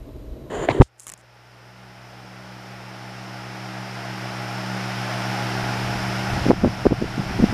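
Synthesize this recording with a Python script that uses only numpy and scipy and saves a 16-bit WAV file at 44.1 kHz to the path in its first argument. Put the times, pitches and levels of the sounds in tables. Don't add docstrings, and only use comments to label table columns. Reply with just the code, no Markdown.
import sys
import numpy as np
from scipy import signal
from scipy.fft import rfft, irfft
from scipy.io import wavfile

SR = 44100
rng = np.random.default_rng(int(sys.argv[2]) if len(sys.argv) > 2 else 0)


def to_wav(s):
    ch = np.atleast_2d(s).T
    pcm = np.round(np.clip(ch, -1, 1) * 32767)
    wavfile.write(sys.argv[1], SR, pcm.astype(np.int16))


def field_ratio(decibels):
    return 10 ** (np.asarray(decibels, dtype=float) / 20)


N = 332073
TIME = np.arange(N) / SR
MAINS_HZ = 120.03

# pitch_hz, level_db (rms)
WHINE = [(3914, -75), (3941, -79), (11763, -77), (11792, -84), (11822.5, -73), (11881, -86)]
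# freq_hz, level_db (per Hz)
TICK_BRIGHT = [(3000, -23), (5500, -10), (7500, 1.5), (8600, -3.5), (10200, -3.5), (12500, -20),
               (16000, -20)]


def rms_one(x):
    return x / np.sqrt(np.mean(x ** 2) + 1e-20)


def noise():
    return rng.standard_normal(N)


def in_time(rows, outside=None):
    s, *columns = np.transpose(rows)
    return [np.interp(TIME, s, c, left=outside, right=outside) for c in columns]


def drift(rate):
    r = np.exp(-80 * np.pi * rate / SR)
    slow = signal.lfilter([1], [1, -2 * r, r * r], rng.standard_normal(N // 40 + 4002))[4000:]
    return np.interp(np.arange(N) / 40, np.arange(len(slow)), rms_one(slow))


def coloured(x, spectrum, peaks=()):
    hz = np.maximum(np.arange(N // 2 + 1) * SR / N, 1)
    points = np.array(spectrum)
    db = np.interp(np.log(hz), np.log(points[:, 0]), points[:, 1])
    for centre_hz, width_hz, top_db in peaks:
        db = db + top_db / (1 + (2 * (hz - centre_hz) / width_hz) ** 2)
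    return rms_one(irfft(rfft(x) * field_ratio(db), N))


def grains(per_s, spread_db):
    sizes = field_ratio(spread_db * np.minimum(rng.exponential(1, N), 4)) * rng.choice([-1, 1], N)
    return sizes * (rng.random(N) < per_s / SR)


def sines(lines):
    return sum(field_ratio(db + 3) * np.sin(2 * np.pi * hz * TIME) for hz, db in lines)


def bursts(rows, rise_db_per_s, fall_db_per_s):
    out = np.zeros(N)
    for s, hold, db in rows:
        early_s = np.maximum(s - TIME, 0)
        late_s = np.maximum(TIME - s - hold, 0)
        out += field_ratio(db - rise_db_per_s * early_s - fall_db_per_s * late_s)
    return out


def struck(seconds, level_db, t60):
    out = np.zeros(N)
    for s, db in zip(seconds, level_db):
        near = slice(int(s * SR), int((s + .05) * SR))
        out[near] += field_ratio(db - 60 * (TIME[near] - s) / t60)
    return out


def swings(rows, cycles, phases):
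    out = np.zeros(N)
    for (s, db, hz), phase in zip(rows, phases):
        near = slice(int((s - .03) * SR), int((s + .03) * SR))
        turns = (TIME[near] - s) * hz
        out[near] += field_ratio(db) * np.exp(-(2 * turns / cycles) ** 2) * np.sin(2 * np.pi * turns + phase)
    return out


def shed():
    # freq_hz, level_db (per Hz)
    room_colour = [(79, -30), (135, -1), (160, -15), (283, -5.5), (580, -14.5), (640, -8.5), (695, -23.5),
                   (1060, -27.5), (2000, -54), (4000, -110)]
    hand_colour = [(10, -17), (22, -3), (50, 10), (75, 3.5), (110, -8), (160, -45), (400, -110)]
    floor_colour = [(500, -20), (1000, -6.5), (2000, -10), (3500, -12.5), (5000, -16), (6500, -19.5),
                    (11000, -23), (14000, -30), (16000, -40.5)]
    # pitch_hz, level_db (rms)
    shed_hum = [(59.5, -48), (120, -50)]

    before_change = 1 / (1 + np.exp(np.clip((TIME - .812) / 0.0067, -50, 50)))
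    room_db = -45 + 11.5 * TIME
    hand_db = -41.5 + 2.8 * drift(9.0)
    room = field_ratio(room_db) * coloured(noise() * field_ratio(1.6 * drift(16)), room_colour)
    hand = field_ratio(hand_db) * coloured(noise(), hand_colour)
    floor = field_ratio(-60) * coloured(noise(), floor_colour)
    return (room + hand + floor + sines(WHINE + shed_hum)) * before_change


def finger_rub():
    # time_s, level_db
    pressure_curve = [
        (0.49, -45),
        (0.502, -5),
        (0.545, 0.5),
        (0.59, -1),
        (0.65, 2.5),
        (0.672, -7),
        (0.7, 1.5),
        (0.795, -3),
        (0.83, -24),
    ]
    # freq_hz, level_db (per Hz)
    body_colour = [(35, -36), (60, -9.5), (173, -6.5), (422, 3), (478, -3.5), (620, -1.5), (1600, -28),
                   (2080, -36.5), (3520, -120)]
    scrape_colour = [(590, -27), (1000, 5), (1220, -4.5), (1980, 0), (2280, -12), (3120, -13.5),
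                     (4520, -19.5), (5310, -29.5), (7190, -18), (7980, -21), (10700, -32), (12100, -41.5),
                     (16000, -68)]
    squeak_colour = [(5500, -26), (6500, -10), (7080, -1.5), (7600, -13.5), (9000, -38.5)]
    # freq_hz, width_hz, level_db
    case_peaks = [(2000, 300, -2.5), (3100, 440, 7), (6950, 540, -2)]

    press_db, = in_time(pressure_curve, outside=-120)
    tired_db = 60 * np.maximum(TIME - .64, 0)
    squeak_db = -49 + 2.6 * press_db - tired_db
    body = field_ratio(-28 + press_db) * coloured(grains(970, 1.5), body_colour)
    scrape = field_ratio(-37 + press_db) * coloured(grains(11000, 1.8), scrape_colour, case_peaks)
    squeak = field_ratio(squeak_db) * coloured(grains(5000, 2.7), squeak_colour, [(7100, 300, 5.8)])
    return body + scrape + squeak


def switch():
    # time_s, peak_db, pitch_hz
    snap_swings = [
        (0.6880, -20, 3000),
        (0.6884, -12, 1700),
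        (0.6893, -4.5, 660),
        (0.6908, -13, 330),
        (0.7915, -15, 450),
    ]
    # start_s, hold_s, level_db
    slide_strokes = [
        (0.689, 0.00098, -20),
        (0.698, 0.019, -25),
    ]
    # freq_hz, level_db (per Hz)
    slide_colour = [(530, -26), (900, 8.5), (1780, -19), (2140, 4.5), (3270, -19), (3850, -10), (5210, -25),
                    (6980, -37), (12000, -54.5), (15600, -79), (22000, -120)]

    snap = swings(snap_swings, 2.8, np.full(len(snap_swings), np.pi / 2))
    return snap + bursts(slide_strokes, 6000, 8000) * coloured(noise(), slide_colour)


def grip_nudges():
    # time_s, peak_db, pitch_hz
    shifts = [
        (0.71, -20.5, 120),
        (0.752, -20, 386),
        (0.768, -18.5, 330),
        (0.783, -19, 397),
        (0.845, -42, 65),
        (1.135, -68, 45),
        (1.137, -48, 170),
        (1.185, -66, 60),
        (1.19, -54.5, 180),
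    ]
    return swings(shifts, 2.6, np.zeros(len(shifts)))


def thump():
    # time_s, peak_db, width_s, overshoot_share
    blows = [
        (0.8030, 3, .0031, .6),
        (0.8092, -9, .0012, 0),
        (0.8117, 4.5, .0011, .42),
        (0.8175, -3, .00035, .3),
        (0.8198, 0, .0005, .45),
        (0.8265, -10.5, .003, .1),
    ]
    out = np.zeros(N)
    for s, db, width, rebound in blows:
        near = slice(int((s - .02) * SR), int((s + .04) * SR))
        u = (TIME[near] - s) / width
        late = np.maximum(u - .55, 0) / .75
        dip = np.exp(-(1.5 * u) ** 4)
        out[near] += field_ratio(db) * (rebound * late * np.exp(1 - late) - dip)
    return out


def port_hiss():
    # start_s, hold_s, level_db
    escapes = [
        (0.814, .01, -45.5),
        (0.827, .003, -42.5),
        (0.84, 0.038, -63),
    ]
    # freq_hz, level_db (per Hz)
    port_colour = [(500, -11), (2000, -2), (4500, 5.5), (8000, 6), (11000, -9), (16000, -24)]
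    return bursts(escapes, 3000, 1300) * coloured(noise(), port_colour)


def gain_control():
    # time_s, slow_loss_db, quick_loss_db
    clamps = [
        (0.815, 22.5, 14.5),
        (6.51, 6, 1),
        (6.87, 4.5, 4.5),
    ]
    open_db, slow_db_per_s, quick_s, grip_s = -34.5, 5, 0.44, 0.0064
    loss_db = np.zeros(N)
    for s, slow_db, quick_db in clamps:
        since = np.maximum(TIME - s, 0)
        depth_db = np.maximum(slow_db - slow_db_per_s * since, 0) + quick_db * np.exp(-since / quick_s)
        attack = 1 + np.exp(np.clip((s - TIME) / grip_s, -50, 50))
        loss_db = np.maximum(loss_db, depth_db / attack)
    return field_ratio(open_db - loss_db) * (TIME > clamps[0][0] + .018)


def fan():
    # time_s, rate_hz
    blade_rate = [(0.8, 62.6), (2.3, 62.88), (2.9, 63.2), (4.05, 63.38), (4.35, 63.15), (6.5, 64.2),
                  (7.53, 64.5)]
    blade_tones = [-24, -13, 0, -13, -8, -12, -19, -21, -21, -12, -10, -17, -10, -21]
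    # freq_hz, level_db (per Hz)
    rush_colour = [(20, -21), (64, -53), (100, -14.5), (250, -18), (500, -13), (700, -5.5), (1000, -10.5),
                   (2000, -12), (3000, -17), (4300, -25), (6600, -30.5), (12000, -35.5), (14000, -44),
                   (16000, -47)]
    far_colour = [(25, -24), (45, -16), (65, -1), (100, -6), (160, -13), (300, -3), (640, 1), (750, -22),
                  (3000, -30)]
    # freq_hz, width_hz, level_db
    cage_peaks = [(330, 45, 7), (650, 160, 0), (850, 130, 3), (1428, 230, 4.5), (2240, 1800, 1),
                  (5257, 1330, 12.5)]

    rate_hz = in_time(blade_rate)[0] * (1 + .0004 * drift(2.5))
    turn = 2 * np.pi * np.cumsum(rate_hz) / SR
    white = noise() * field_ratio(0.072 * drift(21) + 0.13 * np.cos(turn))
    rush = field_ratio(5.5) * coloured(white, rush_colour, cage_peaks)

    blade_db = 3.5 - 15.5 * np.exp(-(np.maximum(TIME - .85, 0) / 0.87) ** 2)
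    tones = np.zeros(N)
    for k, db in enumerate(blade_tones, 1):
        tones += field_ratio(db + (1.7 + 0.05 * k) * drift(3.8)) * np.cos(k * turn)
    hum = field_ratio(6.5 + 0.48 * drift(8.0)) * np.sin(2 * np.pi * MAINS_HZ * TIME)

    far_db = -1.4 - 16.5 / (1 + np.exp((3.13 - TIME) / 0.61))
    far_hum = field_ratio(-3.0 + 1.2 * drift(3.0)) * np.sin(np.pi * MAINS_HZ * TIME)
    far = field_ratio(far_db) * (coloured(noise(), far_colour) + far_hum)
    whine = field_ratio(35) * sines(WHINE[2:])
    return gain_control() * (rush + field_ratio(blade_db) * tones + hum + far + whine)


def strap_and_buckle():
    # time_s, peak_db
    strap_ticks = [
        (0.9815, -52),
        (0.997, -26.5),
        (1.003, -33.5),
        (1.0124, -41),
        (1.0204, -38),
        (1.033, -35),
        (1.0424, -41.5),
        (1.177, -41),
        (1.2114, -47),
    ]
    buckle_knocks = [
        (1.068, -20.5),
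        (1.076, -29),
        (1.081, -26),
        (1.0868, -27.5),
        (1.0924, -22),
        (1.099, -22),
        (1.1178, -27),
        (1.1203, -27),
        (1.1374, -24.5),
    ]
    # freq_hz, level_db (per Hz)
    ring_colour = [(300, -2.5), (1100, -4), (2000, 0), (4000, -9), (6000, -25)]

    bright, ring = np.zeros(N), np.zeros(N)
    for rows, ring_db, t60_s in [(strap_ticks, -28, .012), (buckle_knocks, -15.5, 0.0093)]:
        s, db = np.transpose(rows)
        bright += struck(s, db - 5.0, t60_s)
        ring += struck(s, db + ring_db, 2.06 * t60_s)
    rattle = bright * coloured(noise(), TICK_BRIGHT)
    return rattle + ring * coloured(noise(), ring_colour, [(1140, 170, 12.0)])


def strap_rustle():
    # start_s, hold_s, level_db
    brushes = [
        (1.0, 0.046, -53),
        (1.06, 0.034, -59),
        (1.19, .015, -62),
    ]
    return bursts(brushes, 1000, 1500) * coloured(grains(4000, 2.5), TICK_BRIGHT)


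def wind():
    # start_s, hold_s, level_db
    gust_strokes = [(5.9, 0.059, -35), (6.33, 0.076, -26), (6.47, 0.04, -22.5), (6.58, 0.0042, -30),
                    (6.645, 0.022, -21), (6.86, .01, -23.5), (6.915, 0.01, -27), (6.98, 0.0092, -32),
                    (7.025, 0.037, -29), (7.19, 0.012, -29.5), (7.31, 0.004, -29), (7.375, 0.067, -24),
                    (7.49, .04, -32)]
    # time_s, peak_db, pitch_hz
    puffs = [(6.4577, -13, 400), (6.4655, -10, 252), (6.4861, -9, 284), (6.494, -10.5, 258),
             (6.502, -3, 225), (6.5072, -2, 450), (6.5148, -0.7, 377), (6.533, -14, 274),
             (6.6384, -5.5, 210), (6.647, -6.5, 476), (6.6508, -12, 416), (6.66, -9.5, 229),
             (6.6695, -10.5, 234), (6.678, -12, 265), (6.8554, -7.5, 410), (6.8607, -7.5, 334),
             (6.8675, 0.5, 330), (6.911, -12, 323), (6.9225, -8.5, 228), (6.9282, -11.5, 396),
             (7.0185, -12, 273), (7.0248, -10, 261), (7.0436, -17, 384), (7.181, -15.5, 225),
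             (7.3923, -13.5, 330), (7.4015, -10, 218), (7.427, -8, 220), (7.4343, -12, 210),
             (7.4411, -2, 207), (7.5265, -14.5, 238)]
    # freq_hz, level_db (per Hz)
    wind_colour = [(12, -18), (30, -9), (60, -5.5), (110, -4.5), (200, -8), (400, -32.5), (800, -49),
                   (2000, -110)]
    eddy_colour = [(60, -30), (270, 4), (500, -11), (1000, -40), (2000, -90)]

    lumpy = noise() * field_ratio(2.2 * drift(25))
    breeze = bursts([(5.56, 9, -40.5)], 120, 0)
    gusts = bursts(gust_strokes, 600, 452) + breeze
    eddies = coloured(grains(90, 1.7), eddy_colour)
    rumble = gusts * (coloured(lumpy, wind_colour) + field_ratio(-10) * eddies)
    phases = 2 * np.pi * rng.random((len(puffs), 2))
    snaps = [(s, 1.37 * db - 1.0, 1.7 * hz) for s, db, hz in puffs]
    pressure = rumble + swings(puffs, 1.35, phases[:, 0]) + swings(snaps, 0.99, phases[:, 1])
    return .95 * np.tanh(pressure / .95)


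def scene():
    handling = finger_rub() + switch() + grip_nudges() + thump() + port_hiss()
    strap = strap_and_buckle() + strap_rustle()
    return (shed() + handling + fan() + strap + wind())[None]


def roll_off(x):
    return signal.sosfilt(signal.butter(12, 16480, fs=SR, output="sos"), x)


def record(dry):
    notched = signal.lfilter(*signal.iirnotch(7867, 45.0, fs=SR), dry)
    overloaded = np.clip(notched, -1, 1)
    top_cut = signal.cheby2(14, 60, 15900, fs=SR, output="sos")
    return roll_off(signal.sosfilt(top_cut, overloaded))


dry = scene()
out = record(dry)
to_wav(out)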